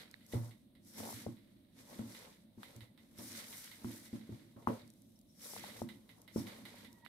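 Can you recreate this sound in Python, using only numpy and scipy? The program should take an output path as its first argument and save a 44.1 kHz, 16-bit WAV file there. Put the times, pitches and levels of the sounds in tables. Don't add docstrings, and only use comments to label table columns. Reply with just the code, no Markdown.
import sys
import numpy as np
from scipy import signal
from scipy.fft import rfft, irfft, next_fast_len
from scipy.io import wavfile
from scipy.ndimage import uniform_filter1d

SR = 44100
rng = np.random.default_rng(int(sys.argv[2]) if len(sys.argv) > 2 else 0)


def invert_db(level):
    return 10 ** (np.asarray(level, dtype=float) / 20)


def log_audio(samples):
    frames = np.atleast_2d(samples).T
    limited = np.clip(frames, -1, 1)
    pcm = np.round(limited * 32767).astype(np.int16)
    wavfile.write(sys.argv[1], SR, pcm)


N = 315314
SIZE = next_fast_len(N + SR)
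HZ = np.arange(SIZE // 2 + 1) * SR / SIZE + 1


def on_hz(table):
    hz, value = np.transpose(table)
    return np.interp(np.log(HZ), np.log(hz), value)


def colour(x, gain):
    return irfft(rfft(x, SIZE) * gain, SIZE)[..., :N]


def unit(x):
    return x / np.sqrt(np.mean(x ** 2))


def resonances(table):
    response = 0
    for k, (hz, width_hz, db) in enumerate(table):
        damping = 1j * HZ * width_hz
        response = response + (-1) ** k * invert_db(db) * damping / (hz ** 2 - HZ ** 2 + damping)
    return response


def as_widths(modes):
    return [(hz, np.log(1000) / np.pi / t60_s, db) for hz, db, t60_s in modes]


def walk(rate_hz):
    k = int(SR / rate_hz)
    held = np.repeat(rng.standard_normal(N // k + 1), k)
    return uniform_filter1d(uniform_filter1d(held, k), k)[:N]


def grit(rate_hz, spread_db, share, decay_s):
    breaks = rng.random(N) < rate_hz / SR
    size = breaks * invert_db(spread_db * np.minimum(rng.exponential(size=N), 4))
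    burst = signal.lfilter([1], [1, -np.exp(-1 / (decay_s * SR))], size)
    return rng.standard_normal((2, N)) * (1 - share + share * unit(burst))


def envelope(full_s, hold_s, db, rise_db_s, sag_db_s, release_db_s):
    t = np.arange(N // 64 + 2)[:, None] * 64 / SR - full_s
    rise = rise_db_s * np.minimum(t, 0)
    sag = sag_db_s * np.clip(t, 0, hold_s)
    release = release_db_s * np.maximum(t - hold_s, 0)
    gain = np.sqrt(np.sum(invert_db(db + rise - sag - release) ** 2, axis=1))
    return np.interp(np.arange(N) / 64, np.arange(len(t)), gain)


def add(out, s, x):
    i = int(s * SR)
    out[..., i:i + x.shape[-1]] += x[..., :N - i]


def tail(t60_s, rise_s):
    t = np.arange(SR // 2) / SR
    return rng.standard_normal((2, len(t))) * (1 - np.exp(-t / rise_s)) * invert_db(-60 * t / t60_s)


# hz, correlation (0-1)
PORT_LIKENESS = [(30, 1), (90, 0.92), (300, 0.86), (600, 0.23), (1200, 0.07), (2500, 0.06), (8000, 0)]
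# hz, left_minus_right_db
PORT_TILT = [(60, -8), (110, 0.0), (200, -1.5), (380, -2), (700, 2.5), (1290, 1.0), (2380, -8.5),
             (4400, -2), (8120, 3), (15000, 2.5)]
ROOM_LAG_S = 0.00008


def ports(pair):
    angle = np.arccos(np.clip(on_hz(PORT_LIKENESS), 0, 1)) / 2
    shared, other = rfft(pair, SIZE) * np.array([np.cos(angle), np.sin(angle)])
    lean = invert_db(on_hz(PORT_TILT) / 2) * np.exp(1j * np.pi * HZ * ROOM_LAG_S)
    return irfft(np.array([(shared + other) * lean, (shared - other) / lean]), SIZE)[:, :N]


# full_s, hold_s, fine_rustle_db, coarse_rustle_db, scrape_db
STROKES = [(0.0, 0.0082, -61, -56.5, -57.5), (0.14, 0.11, -74.5, -73, -83.5),
           (0.33, 0.13, -58, -66.5, -65.5), (0.88, 0.078, -64.5, -78, -84),
           (0.991, 0.121, -52.5, -57.5, -53.5), (1.142, 0.081, -54, -56, -59), (1.4, 0.45, -83, -81.5, -90),
           (1.8, 0.15, -65, -65, -69.5), (1.92, 0.14, -63, -63.5, -64), (2.097, 0.24, -63, -63.5, -65.5),
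           (2.63, 0.15, -64, -66, -64.5), (3.0, 0.15, -80, -81, -79), (3.19, 0.1, -55, -61, -66.5),
           (3.32, 0.26, -52.5, -56.5, -62), (3.64, 0.18, -58.5, -61.5, -66.5), (3.85, .21, -58.5, -64, -69),
           (4.13, 0.39, -68.5, -67, -73.5), (4.6, 0.039, -73.5, -100, -69), (4.7, 0.1, -62.5, -63, -72),
           (4.9, 0.87, -74.5, -126, -91), (5.44, 0.13, -52, -62, -69), (5.58, 0.23, -54.5, -57.5, -59.5),
           (5.9, 0.022, -66.5, -71.5, -61.5), (6.1, 0.43, -75.5, -82.5, -73.5),
           (6.38, 0.019, -54.5, -60, -67), (6.476, 0.14, -62.5, -61, -61), (6.657, .19, -63, -63.5, -64),
           (6.92, 0.082, -73.5, -75, -74)]
# hz, density_db (per Hz)
FINE_CRUMBS = [(2650, -21.5), (4500, -4), (5550, 0.5), (6910, -2.5), (7950, -2.5), (9030, -3.5),
               (10300, -2), (14400, -5)]
# hz, density_db (per Hz)
COARSE_CRUMBS = [(760, -23.5), (1300, -10.5), (1740, -7), (2100, -5), (2670, -13.5), (3790, -6),
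                 (4800, -11), (6240, -36.5), (10600, -120)]
# hz, width_hz, level_db
BOWL_WALL = [(427, 87, 1.5), (539, 115, 5), (591.3, 60, 6.5), (716, 103, -3.5), (932, 127, -2),
             (1100, 63, -2.5), (1292, 240, -10)]
RISE_DB_S, SAG_DB_S, RELEASE_DB_S = 290.5, 13, 215
SETTLE_DB, SETTLE_DB_S = -11, 72.5
PUSH_DB, REST_DB = 1, -69
AFTER_DB, AFTER_S, AFTER_DB_S = -11, 0.044, 80.5
SPLIT_HZ = 7200


def stroke_gain(full_s, hold_s, db):
    stroke = envelope(full_s, hold_s, db, RISE_DB_S, SAG_DB_S, RELEASE_DB_S)
    settling = envelope(full_s + hold_s, 0, db + SETTLE_DB, RISE_DB_S, 0, SETTLE_DB_S)
    return np.hypot(stroke, settling)


def kneading():
    full_s, hold_s, *levels = np.transpose(STROKES)
    fine_gain, coarse_gain, scrape_gain = [stroke_gain(full_s, hold_s, db) for db in levels]
    flicker = walk(22)

    fine = unit(colour(grit(250, 4, 0.2, 0.0015), invert_db(on_hz(FINE_CRUMBS))))
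    lower = colour(fine, 1 / (1 + (HZ / SPLIT_HZ) ** 4))
    fine = lower * invert_db(1.8 * walk(12)) + (fine - lower) * invert_db(1.3 * walk(11))
    fine = fine * fine_gain * invert_db(2.97 * flicker + 0.46 * walk(40))

    coarse = unit(colour(grit(120.3, 4.4, 0.23, 0.0019), invert_db(on_hz(COARSE_CRUMBS))))
    coarse = coarse * coarse_gain * invert_db(1.27 * flicker + 2.7 * walk(11))

    scrape = unit(colour(grit(60, 3.8, 0.36, 0.003), resonances(BOWL_WALL)))
    scrape = scrape * scrape_gain * invert_db(1.48 * flicker + 4.6 * walk(9))

    thud_s, _, upper_db, _, _ = np.transpose(THUDS)
    after = envelope(thud_s + AFTER_S, 0, upper_db + AFTER_DB, RISE_DB_S, 0, AFTER_DB_S)
    push = np.sqrt((invert_db(PUSH_DB) * scrape_gain) ** 2 + after ** 2 + invert_db(REST_DB) ** 2)
    body = resonances(as_widths(UPPER_MODES)) + invert_db(-5) * resonances(as_widths(DEEP_MODES))
    rumble = unit(colour(rng.standard_normal((2, N)), body)) * push * invert_db(4.3 * walk(12))
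    return fine + coarse + scrape + rumble


# hz, density_db (per Hz)
HUM_SPECTRUM = [(18, -34.5), (30, -12.5), (130, -9), (225, -1), (420, -26.5), (591, -14.5), (787, -29.5),
                (1470, -37.5), (2070, -35), (2620, -37.5), (3880, -27), (7260, -66.5), (8500, -36),
                (14000, -38), (15500, -31.5)]


def hum():
    noise = unit(colour(rng.standard_normal((2, N)), invert_db(on_hz(HUM_SPECTRUM))))
    return noise * invert_db(-66.5 + 0.5 * walk(3.4))


# start_s, level_db
CRACKS = [(0.1127, -45.5), (0.2644, -49), (0.849, -56), (0.872, -57), (2.19, -47), (2.7634, -43.5),
          (3.186, -41), (4.877, -50), (4.9023, -49), (4.9374, -55.5), (5.02, -52.5), (5.1204, -61),
          (5.19, -54), (5.2135, -56), (6.2173, -47.5), (6.9286, -47.5)]


def cracks():
    out, t = np.zeros((2, N)), np.arange(SR // 100) / SR
    for start_s, db in CRACKS:
        add(out, start_s, invert_db(db) * rng.standard_normal((2, len(t))) * np.exp(-t / 0.0017))
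    return colour(out, invert_db(on_hz(FINE_CRUMBS)))


# peak_s, nearer_port_db, pitch_hz, length_cycles, left_minus_right_db
KNOCKS = [(0.1418, -37, 1940, 5, -12), (0.1414, -41, 4020, 9.3, -17), (0.3374, -29, 470, 0.92, 13),
          (0.3439, -33, 465, 4.4, 9), (1.0314, -40.5, 640, 2.7, 5), (1.0583, -40, 807.0, 2.6, 13),
          (1.0745, -37.5, 785, 1.8, 6), (1.0906, -38, 807.0, 2.9, 4), (1.1047, -37, 839.0, 2.3, 16),
          (1.1286, -35, 820, 1, 12), (1.2662, -25.5, 455, 0.64, 7.5), (1.994, -33.5, 403, 0.31, 18),
          (2.6324, -33, 1250, 1.2, 23), (3.8461, -34.5, 895, 0.29, 11), (4.1344, -39, 270, 2, 11),
          (4.2944, -34.5, 280, 0.84, 1), (4.6732, -16.5, 1016, 3.4, 7.5), (5.5364, -35.5, 770, 0.69, 14),
          (5.5648, -34, 820, 1.6, 12), (5.6409, -35, 814, 3.2, 12), (5.8191, -24.5, 593, 0.84, 11),
          (6.3624, -22.5, 330, 0.65, 4), (6.743, -48, 689.0, 1.3, -1.5), (7.0634, -32, 1690, 0.9, -15.5)]
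PORT_LAG_S = 0.0002


def knocks():
    out, lead = np.zeros((2, N)), SR // 100
    for peak_s, db, hz, cycles, pan_db in KNOCKS:
        far = np.array([[pan_db < 0], [pan_db > 0]])
        t = np.arange(-lead, 2 * lead) / SR - PORT_LAG_S * far
        span_cycles = np.where(t < 0, 0.6, 0.48 * cycles * (1 + 0.58 * far))
        shape = np.exp(-(t * hz / span_cycles) ** 2)
        swing = np.cos(2 * np.pi * hz * t) + 0.065 * shape * np.cos(2 * np.pi * 2.05 * hz * t)
        add(out, peak_s - lead / SR, -invert_db(db - abs(pan_db) * far) * shape * swing)
    return out


# start_s, level_db
TAPS = [(0.2084, -58), (0.2475, -63), (0.3252, -41), (0.5095, -51), (0.752, -57.5), (1.369, -56.5),
        (1.4721, -67), (1.9886, -49), (2.149, -42.5), (2.3007, -74), (2.3376, -57), (2.6314, -42),
        (2.807, -45.5), (2.9767, -52), (3.3494, -53), (3.5275, -41), (3.715, -44), (3.91, -45),
        (4.0606, -49.5), (4.2121, -56), (4.412, -61.5), (4.6234, -59.5), (5.7019, -44.5), (5.889, -41.5),
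        (6.0919, -47), (6.278, -45.5), (6.4692, -42.5), (6.6533, -39.5), (6.8481, -45.5), (7.0499, -46)]
# hz, width_hz, level_db
TAPPED_MODES = [(964, 320, -6.5), (1420, 250, -6.5), (2032, 102, 5), (2940, 190, -3.5), (3790, 350, 0),
                (5680, 725, -23), (10000, 5100, -17)]


def taps():
    clicks, wet = np.zeros((2, 2, N))
    for start_s, db in TAPS:
        for lag_s, echo_db in (0, -4), (0.0021, -18.5), (0.0047, -15):
            add(clicks, start_s + lag_s, invert_db(db + echo_db) * np.ones((2, 1)))
        add(wet, start_s, invert_db(db) * tail(0.24, 0.001))
    direct = invert_db(np.array([[20], [29]])) * colour(clicks, resonances(TAPPED_MODES))
    blurred = [(hz, 1.62 * width_hz, db) for hz, width_hz, db in TAPPED_MODES]
    reverb = ports(colour(wet, resonances(blurred)))
    return direct + invert_db(-2.5) * reverb * invert_db(np.array([[-1.5], [1.5]]))


def ring(modes, rise_s, hold_s, left):
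    t = np.arange(SR // 2) / SR
    x = np.zeros((2, len(t)))
    for hz, db, t60_s in modes:
        strength, turn = rng.standard_normal(2)
        phase = 2 * np.pi * hz * t
        x += invert_db(db + 2 * strength - 60 * t / t60_s) * np.sin([phase, phase + 3 * turn])
    x = x * (1 - np.exp(-t / rise_s)) * (left + (1 - left) / (1 + (t / hold_s) ** 8))
    return x / np.sqrt(np.mean(x[0, :SR // 25] ** 2))


# start_s, deep_boom_db, upper_boom_db, clatter_db, hand_damps_after_s
THUDS = [(0.335, -46, -44.5, -47.5, 0.05), (0.351, -35.5, -43, -55, 0.19), (0.98, -68, -62, -74, 0.087),
         (1.03, -72, -54, -50, 0.091), (1.141, -54, -66, -71, 0.058), (1.265, -46.5, -43.5, -56.5, 0.075),
         (1.992, -50, -42, -55, 0.1), (2.576, -59.5, -54.5, -66, 0.03), (2.76, -54.5, -61.5, -86, 0.094),
         (2.822, -57.5, -87, -68.9, 0.022), (3.188, -61.5, -51.5, -55, 0.091),
         (3.845, -49, -42, -58.5, 0.085), (4.13, -52, -43, -58, 0.05), (4.293, -53.5, -50, -67.5, 0.052),
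         (4.32, -48, -51, -62, 0.038), (4.562, -59.5, -56.5, -58.5, 0.15), (4.674, -44, -36, -37, 0.082),
         (5.817, -48.5, -43, -56, 0.1), (6.36, -53, -40.5, -49.5, 0.027), (6.378, -45, -40.5, -70, 0.035)]
# hz, level_db, t60_s
DEEP_MODES = [(103, 0.5, 0.26), (115.8, 5.5, 0.49), (149.5, -3, 0.28)]
# hz, level_db, t60_s
UPPER_MODES = [(189.9, -6, 0.12), (224.9, 2, 0.2), (240.6, -1, 0.28), (268, -1.5, 0.15), (303.8, -5, 0.18),
               (339, -5, 0.15)]


def thuds():
    booms, clatter = np.zeros((2, 2, N))
    for start_s, deep_db, upper_db, clatter_db, hold_s in THUDS:
        deep = invert_db(deep_db) * ring(DEEP_MODES, 0.003, hold_s, 0.1)
        upper = invert_db(upper_db) * ring(UPPER_MODES, 0.004, hold_s, 0.13)
        add(booms, start_s, deep + upper)
        add(clatter, start_s, invert_db(clatter_db) * tail(0.28, 0.0009))
    steel = invert_db(16.5) * resonances(BOWL_WALL)
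    flour = invert_db(on_hz(FINE_CRUMBS) - 21) * (HZ / SPLIT_HZ) ** 1.3
    return ports(booms + colour(clatter, steel + flour))


# middle_s, length_s, level_db
SWISHES = [(0.9, 0.055, -76), (0.998, 0.12, -60.5), (3.191, 0.025, -60), (5.164, 0.014, -72.5),
           (5.302, 0.037, -76.5), (5.433, 0.13, -65.5), (5.52, .03, -61), (6.391, 0.065, -58)]
# hz, width_hz, level_db
SWISH_MODE = [(5510, 520, 0)]


def swishes():
    t = np.arange(N) / SR
    shape = sum(invert_db(db) * np.exp(-(2 * (t - s) / length_s) ** 2) for s, length_s, db in SWISHES)
    return unit(colour(rng.standard_normal((2, N)), resonances(SWISH_MODE) ** 2)) * shape


# time_s, level_db
SQUEAK_LEVEL = [(6.6, -93), (6.7, -75), (6.97, -77), (7.02, -74.5), (7.06, -67), (7.075, -87.5)]
# hz, width_hz, level_db
SQUEAK_TONES = [(950, 65, -3), (1920, 50, -2.5)]


def squeak():
    time_s, db = np.transpose(SQUEAK_LEVEL)
    tone = unit(colour(rng.standard_normal(N), resonances(SQUEAK_TONES) ** 2))
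    level_db = np.interp(np.arange(N) / SR, time_s, db, -140, -140)
    return tone * invert_db(level_db + np.array([[-4], [4]]))


def scene():
    diffuse = ports(kneading() + hum() + swishes())
    return diffuse + cracks() + knocks() + taps() + thuds() + squeak()


def top_cut(x):
    return signal.sosfilt(signal.butter(12, 15900, fs=SR, output="sos"), x)


# hz, gain_db
MIC_RESPONSE = [(40, -4), (75, 0), (6500, -0.5), (7300, -1), (8000, 1), (14400, 1), (14800, -8),
                (15750, -10), (15900, -35.5)]
END_S, FADE_S = 7.08, 0.00074


def record(dry):
    fade = np.clip((END_S - np.arange(N) / SR) / FADE_S, 0, 1)
    mix = colour(dry, invert_db(on_hz(MIC_RESPONSE))) * fade
    return top_cut(mix)


dry = scene()
out = record(dry)
log_audio(out)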